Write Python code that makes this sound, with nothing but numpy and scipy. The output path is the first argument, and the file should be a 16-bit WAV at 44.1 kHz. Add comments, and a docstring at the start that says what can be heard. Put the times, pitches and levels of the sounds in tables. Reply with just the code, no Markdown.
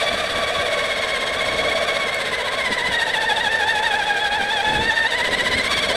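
"""Open packed snow: a small radio-controlled truck drives over it, heard from a camera on its body.
The electric motor's gears whine as noisy sine tones at multiples of the tooth rate, and rattle as random
blows ringing in the plastic housing; both throb at a tight spot once per wheel turn.
Slower gears growl. Tyres roar as filtered noise and crunch as random grains; bumps make the chassis boom.
One ice chip ticks on the body as a short noise burst."""
import sys
import numpy as np
from scipy import signal
from scipy.fft import rfft, irfft, next_fast_len
from scipy.io import wavfile
from scipy.ndimage import map_coordinates

SR = 44100
rng = np.random.default_rng(int(sys.argv[2]) if len(sys.argv) > 2 else 0)


def generate_wav(sig):
    """Save sig (samples, or channels by samples) to the path in sys.argv[1] as 16-bit PCM at SR."""
    pcm = np.round(np.clip(np.atleast_2d(sig).T, -1, 1) * 32767).astype(np.int16)
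    wavfile.write(sys.argv[1], SR, pcm)


N = 262816

# Driving speed as the tooth mesh rate, before surges and hops; the truck eases off, then speeds up.
# Each row: time in seconds, mesh rate in Hz.
CRUISE = [(0.0, 1149.0), (0.24, 1154.0), (0.6, 1124.0), (1.2, 1074.0), (1.81, 1121.0), (2.5, 991.0),
          (2.53, 1084.0), (2.81, 972.0), (3.22, 886.0), (3.81, 849.0), (4.43, 803.0), (4.69, 836.0),
          (4.9, 899.0), (5.05, 907.0), (5.23, 996.0), (5.51, 1017.0), (5.83, 1130.0), (5.96, 980.0)]
# How hard the teeth bite, which brings out the higher tones. Each row: time in seconds, relative level in dB.
TOOTH_BITE = [(0, -5.5), (.3, -12), (.7, -8), (1.7, -4.5), (2.5, -10), (2.75, -4.5), (4.2, -2.5),
              (4.9, -0.5), (5.2, -4), (5.96, 0)]
# Rolling level, louder at speed and on hard crust. Each row: time in seconds, level in dB before each layer's trim.
ROLLING = [(0, -23.5), (.3, -26), (.7, -24), (.9, -26), (1.25, -25), (1.68, -22.5), (2, -25.5),
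           (2.7, -28.5), (3.4, -31.5), (4.15, -32.5), (4.5, -32.5), (5, -32), (5.35, -25.5), (5.8, -31),
           (5.96, -19.5)]


def drivetrain(flutter=.002, hop_s=.014, landing_s=0.02, landing_half_s=0.014,
               landing_strain=0.6, hop_relief=4, slack=0.29):
    """Teeth passed so far, and the load on them, which swings once per wheel turn as the tight spot binds."""
    # How hard the tight spot binds. Each row: time in seconds, strain (1 = hard).
    strain_points = [(0, 0.62), (.8, 0.47), (1.05, 0.82), (1.6, 0.65), (2.8, 0.99), (3.5, 0.94),
                     (4.8, 0.55), (5.2, 1.01), (5.96, 1.15)]
    # The wheels lose grip for an instant and the motor races. Each row: time in seconds, share of speed gained.
    grip_losses = [(0.205, 0.054), (0.535, 0.058), (0.642, 0.058), (1.384, 0.054), (1.866, 0.09),
                   (2.02, 0.059), (2.158, 0.071), (2.286, 0.064), (2.458, 0.09), (2.596, 0.07),
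                   (2.884, 0.111), (3.13, 0.092), (3.413, 0.094), (3.549, 0.039), (3.706, 0.072),
                   (3.854, 0.131), (4.262, 0.043), (4.367, 0.089), (4.521, 0.116), (4.686, 0.068),
                   (4.887, 0.044), (5.09, 0.086), (5.719, 0.077), (5.958, 0.173)]
    teeth_per_turn, tight_turn, surge_lead = 67.28, .361, .421  # the last two in wheel turns
    drag, rock_slow, rock_fast = .035, .022, .006  # swings of motor speed, as shares
    rock_hz, rock_drift = 9.5, .3  # rocking on the springs: rate, random drift in cycles

    mesh_hz, = curves(CRUISE)
    strain, = curves(strain_points)
    turn = np.cumsum(mesh_hz) / SR / teeth_per_turn - tight_turn

    # the motor speeds up between tight spots and is braked through each of them
    surge_depth = drag * strain * np.sqrt(np.abs(strain))
    surge = surge_depth * np.cos(2 * np.pi * (turn + surge_lead))
    rocks = rock_hz * np.arange(N) / SR + rock_drift * wobble(6)
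    rock_depth = rock_slow + (rock_fast - rock_slow) * speed()
    rocking = rock_depth * np.cos(2 * np.pi * rocks)
    racing = sum(gain * swell(s, hop_s) for s, gain in grip_losses)
    motor_hz = mesh_hz * (1 + surge + rocking + racing + flutter * wobble(90))
    teeth = np.cumsum(motor_hz) / SR

    # each bind is broad, the slack between two is brief
    bind = np.cos(2 * np.pi * turn) - slack * np.cos(2 * np.pi * 2 * turn)
    # a hop unloads the teeth until the wheels grip again
    landing = sum(gain * swell(s + landing_s, landing_half_s) for s, gain in grip_losses)
    load = (strain + landing_strain * landing) * bind + hop_relief * (landing - racing)
    return teeth, load


def whine(teeth, load, octave_bite=0.3, low_throb_db=3, octave_throb_db=1.0):
    """The mesh tone and its octave swell where the speed meets a resonance, and roughen at full pace."""
    # Each row: mesh rate in Hz, mesh tone in dB, its octave in dB; both before bite and throb.
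    resonant_levels = [(790, -26.5, -21), (806, -26, -21.5), (878, -23.5, -26.5), (894, -31, -19),
                       (1007, -32, -23.5), (1070, -35.5, -28), (1086, -35.5, -24.5), (1126, -31.5, -30)]
    mesh_hz = np.gradient(teeth) * SR
    rates, *levels = np.transpose(resonant_levels)
    mesh_db, second_db = (np.interp(mesh_hz, rates, level) for level in levels)
    bite_db, = curves(TOOTH_BITE)
    fast = speed()
    low = gear_tone(teeth, 1, rough_db=3.5 + 0.7 * fast, looseness=1 + 2 * fast)
    octave = gear_tone(teeth, 2, rough_db=4.5 + 0.19 * fast, looseness=1 + fast)
    low_gain = amp(mesh_db + low_throb_db * load)
    octave_gain = amp(second_db + octave_bite * bite_db + octave_throb_db * load)
    return low_gain * low + octave_gain * octave


def overtones(teeth, load, throb_db=4.0):
    """The higher gear tones flare up as they sweep through the housing's resonances."""
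    # Each row: multiple of the mesh rate, dB at a crawl, dB at full pace; before bite, throb and housing.
    higher_tones = [(3, -33.5, -35.5), (4, -37, -43.5), (5, -48.5, -48), (6, -53, -50.5), (7, -51, -60),
                    (8, -56.5, -52.5), (9, -62, -66), (10, -64.5, -61)]
    bite_db, = curves(TOOTH_BITE)
    fast = speed()
    tones = 0
    for multiple, slow_db, fast_db in higher_tones:
        tone = gear_tone(teeth, round(multiple), rough_db=4.5, looseness=0.99 + 0.28 * fast)
        tones = tones + amp(slow_db + (fast_db - slow_db) * fast) * tone
    return coloured(tones * amp(bite_db + throb_db * load), housing)


def rattle(teeth, load, scatter=.2, size_db=2, rub=1.0, crawl_db=-27.5, pace_db=2.2, bite_share=0.091,
           dull_throb_db=1.0, bright_throb_db=4.5, split_hz=2700, uneven=0.31):
    """Each tooth lands with its own force; blows and rubbing noise ring the housing, brighter under load."""
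    # Colour of the blows ahead of the housing. Each row: frequency in Hz, relative level in dB.
    clack_colour = [(200, -27.5), (600, 6.5), (900, 0), (1200, -1.5), (2000, 0), (2900, -1), (4200, -8),
                    (5100, -17), (5700, -13.5), (7200, -21), (10000, -22), (13000, -30), (15500, -42)]
    # Level of the rattle's treble. Each row: time in seconds, lift in dB before the throb.
    treble_points = [(0, 1), (.9, 0), (2.4, -0.5), (3.2, 1.5), (4.4, 0.5), (5, 0), (5.5, 2), (5.96, 3)]
    bite_db, = curves(TOOTH_BITE)
    treble_db, = curves(treble_points)
    rattle_db = crawl_db + pace_db * speed() + bite_share * bite_db

    tooth = np.arange(1, int(teeth[-1]))
    late, size, flank = rng.standard_normal((len(tooth), 3)).T
    at = np.interp(tooth + scatter * late, teeth, np.arange(N)).astype(int)  # scatter is in teeth
    impacts = np.bincount(at, amp(size_db * size) * np.sign(flank), N)
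    blows = unit(impacts) + rub * rng.standard_normal(N)
    ring = unit(coloured(blows, lambda hz: along(clack_colour, hz) + housing(hz)))

    dull = signal.sosfiltfilt(signal.butter(2, split_hz, fs=SR, output="sos"), ring)
    bright = ring - dull
    force = load + uneven * wobble(70)  # no two turns are quite alike
    dull_gain = amp(dull_throb_db * force)
    bright_gain = amp(treble_db + bright_throb_db * force)
    return amp(rattle_db) * (dull * dull_gain + bright * bright_gain)


def growl(teeth, level_db=3, slow_db=-9):
    """The slower gears drone roughly, following the rolling level and strongest at full pace."""
    # Each row: share of the mesh rate, level in dB against the rolling level, before the trims above.
    slow_gears = [(.2, -26), (.42, -11), (.525, -5.5), (.585, -4)]
    tread_db, = curves(ROLLING)
    drone = sum(amp(db) * gear_tone(teeth, share, rough_db=7.0, looseness=1) for share, db in slow_gears)
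    return amp(tread_db + level_db + slow_db * (1.5 - speed())) * drone


def tyres(load, roar_db=-1, fast_db=-9, throb_db=0.9, crunch_db=-21, grain_rate=700):
    """The tread roars in the hollow tyres as filtered noise and crushes snow grains, about 700 a second."""
    # Each row of both: frequency in Hz, relative level in dB.
    roar_colour = [(150, -10), (340, -35.5), (460, 5), (540, 0), (640, 4.5), (760, -2), (950, -13),
                   (2000, -70)]
    crunch_colour = [(500, -19), (1500, 9), (3500, -8), (6000, 3), (10000, -40), (15000, -28)]
    tread_db, = curves(ROLLING)
    roar = unit(coloured(rng.standard_normal(N), lambda hz: along(roar_colour, hz)))
    hits = rng.random(N) < grain_rate / SR
    grains = hits * rng.standard_normal(N) * amp(2.5 * wobble(25))
    crunch = unit(coloured(grains, lambda hz: along(crunch_colour, hz)))
    roar_gain = amp(roar_db + fast_db * speed() + throb_db * load)
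    return amp(tread_db) * (roar_gain * roar + amp(crunch_db) * crunch)


def chassis(crawl_db=-40.0, pace_db=1.0):
    """The frame under the camera rumbles steadily and booms over ruts and footprints: low noise that swells."""
    # Each row: frequency in Hz, relative level in dB.
    rumble_colour = [(15, -4), (35, -6), (70, 0), (150, -5.5), (230, 0.5), (330, -5), (500, -0.5),
                     (1200, -57), (4000, -64)]
    # Ruts and footprints. Each row: time in seconds, rumble level in dB, half-length in seconds.
    ruts = [(0.144, -32, 0.022), (0.37, -31.5, 0.029), (0.593, -33, 0.019), (1.568, -34, 0.14),
            (2.711, -27.5, 0.012), (2.907, -29, 0.018), (3.457, -34, 0.012), (4.419, -34, 0.024),
            (4.777, -26.5, 0.078), (5.326, -32.5, 0.074), (5.468, -34, .08), (5.57, -27, .025),
            (5.903, -35.5, 0.39)]
    steady_power = amp(crawl_db + pace_db * speed()) ** 2
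    power = steady_power + sum((amp(db) * swell(s, half_s)) ** 2 for s, db, half_s in ruts)
    return np.sqrt(power) * unit(coloured(rng.standard_normal(N), lambda hz: along(rumble_colour, hz)))


def chips(t60=0.014, level_db=-9, edge_hz=6000):
    """A thrown bit of ice ticks on the body: a treble noise burst that falls 60 dB in t60 seconds."""
    # Each row: strike time in seconds, level in dB before the trim and the band filter.
    ice_strikes = [(2.145, -13)]
    t = np.arange(N) / SR
    strikes = sum(amp(db + level_db - 60 * np.abs(t - s) / t60) * (t >= s) for s, db in ice_strikes)
    band = signal.butter(2, [edge_hz, 12000], "band", fs=SR, output="sos")
    return signal.sosfilt(band, strikes * rng.standard_normal(N))


def gear_tone(teeth, multiple, rough_db, looseness):
    """One multiple of the mesh rate; uneven teeth shake its strength and phase."""
    # Phase slip from uneven teeth. 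Each row: multiple of the mesh rate, slip in cycles before looseness.
    phase_slip = [(.2, .05), (.6, .07), (1, .035), (2, .033), (3, .055), (4, .065), (5, .1), (7, .25),
                  (10, .3)]
    shake = 2.12 * np.tanh(.5 * wobble(70) + 0.44 * wobble(220))
    slip = looseness * np.interp(multiple, *np.transpose(phase_slip))
    cycles = multiple * teeth + slip * wobble(240)
    return unit(amp(rough_db * shake) * np.sin(2 * np.pi * cycles))


def housing(hz):
    """Lift in dB by the resonances of the plastic gear housing and body shell."""
    # Each row: centre in Hz, width in Hz, lift in dB.
    resonances = [(1306, 44, 5.5), (1590, 200, 10), (1837, 250, 8.5), (2217, 140, 6), (3401, 230, 10.5),
                  (3738, 168, 10), (4030, 470, 4), (4580, 175, 8), (4900, 270, -2), (5080, 1200, 5.5),
                  (6810, 170, 7), (7740, 250, 12), (8350, 410, 12), (9470, 380, 8), (9890, 280, 10.5),
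                  (11530, 660, 5), (14600, 600, 7)]
    return sum(db / (1 + (2 * (hz - centre) / width) ** 2) for centre, width, db in resonances)


def speed():
    """Driving speed from the mesh rate: 0 at a crawl, 1 at full pace."""
    mesh_hz, = curves(CRUISE)
    return np.clip((mesh_hz - 870) / 250, 0, 1)


def swell(s, half_s):
    """A smooth Gaussian hump of height 1 around time s."""
    hump = np.zeros(N)
    first = max(0, int((s - 5 * half_s) * SR))
    last = min(N, int((s + 5 * half_s) * SR))
    near = np.arange(first, last)
    hump[near] = np.exp(-.5 * ((near / SR - s) / half_s) ** 2)
    return hump


def wobble(rate):
    """A smooth random curve with rate knots a second."""
    at = np.linspace(0, N * rate / SR, N // 20)
    coarse = map_coordinates(rng.standard_normal(int(at[-1]) + 4), [at])
    return np.interp(np.arange(N) * rate / SR, at, coarse)


def coloured(x, level):
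    """Causal (minimum-phase) filter whose gain in dB is level(Hz), so that resonances ring after a blow."""
    m = 2 * next_fast_len(N // 2 + 8192)
    gain = amp(level(np.fft.rfftfreq(m, 1 / SR)))
    cepstrum = irfft(np.log(gain + 1e-6), m)
    # folding the cepstrum forward in time makes the filter causal
    cepstrum[1:m // 2] *= 2
    cepstrum[m // 2 + 1:] = 0
    return irfft(rfft(x, m) * np.exp(rfft(cepstrum)), m)[:N]


def along(points, hz):
    """Read (Hz, value) points on a log frequency axis."""
    f, v = np.transpose(points)
    return np.interp(np.log(hz + 1), np.log(f), v)


def curves(rows):
    """One value per sample for each column after the time."""
    s, *cols = np.transpose(rows)
    return [np.interp(np.arange(N) / SR, s, c) for c in cols]


def amp(db):
    """Decibels to gain."""
    return 10 ** (np.asarray(db) / 20)


def unit(x):
    """Scale to rms 1."""
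    return x / np.sqrt(np.mean(x ** 2) + 1e-20)


def scene():
    """Everything rides with the camera; open snow gives no echo."""
    teeth, load = drivetrain()
    gears = whine(teeth, load) + overtones(teeth, load) + rattle(teeth, load) + growl(teeth)
    return (gears + tyres(load) + chassis() + chips())[None]


def record(dry):
    """The camera keeps nothing above its band limit."""
    top_hz = 15300
    m = next_fast_len(N + 8192)
    kept = np.fft.rfftfreq(m, 1 / SR) < top_hz
    return irfft(rfft(dry, m) * kept, m)[..., :N]


dry = scene()
out = record(dry)
generate_wav(out)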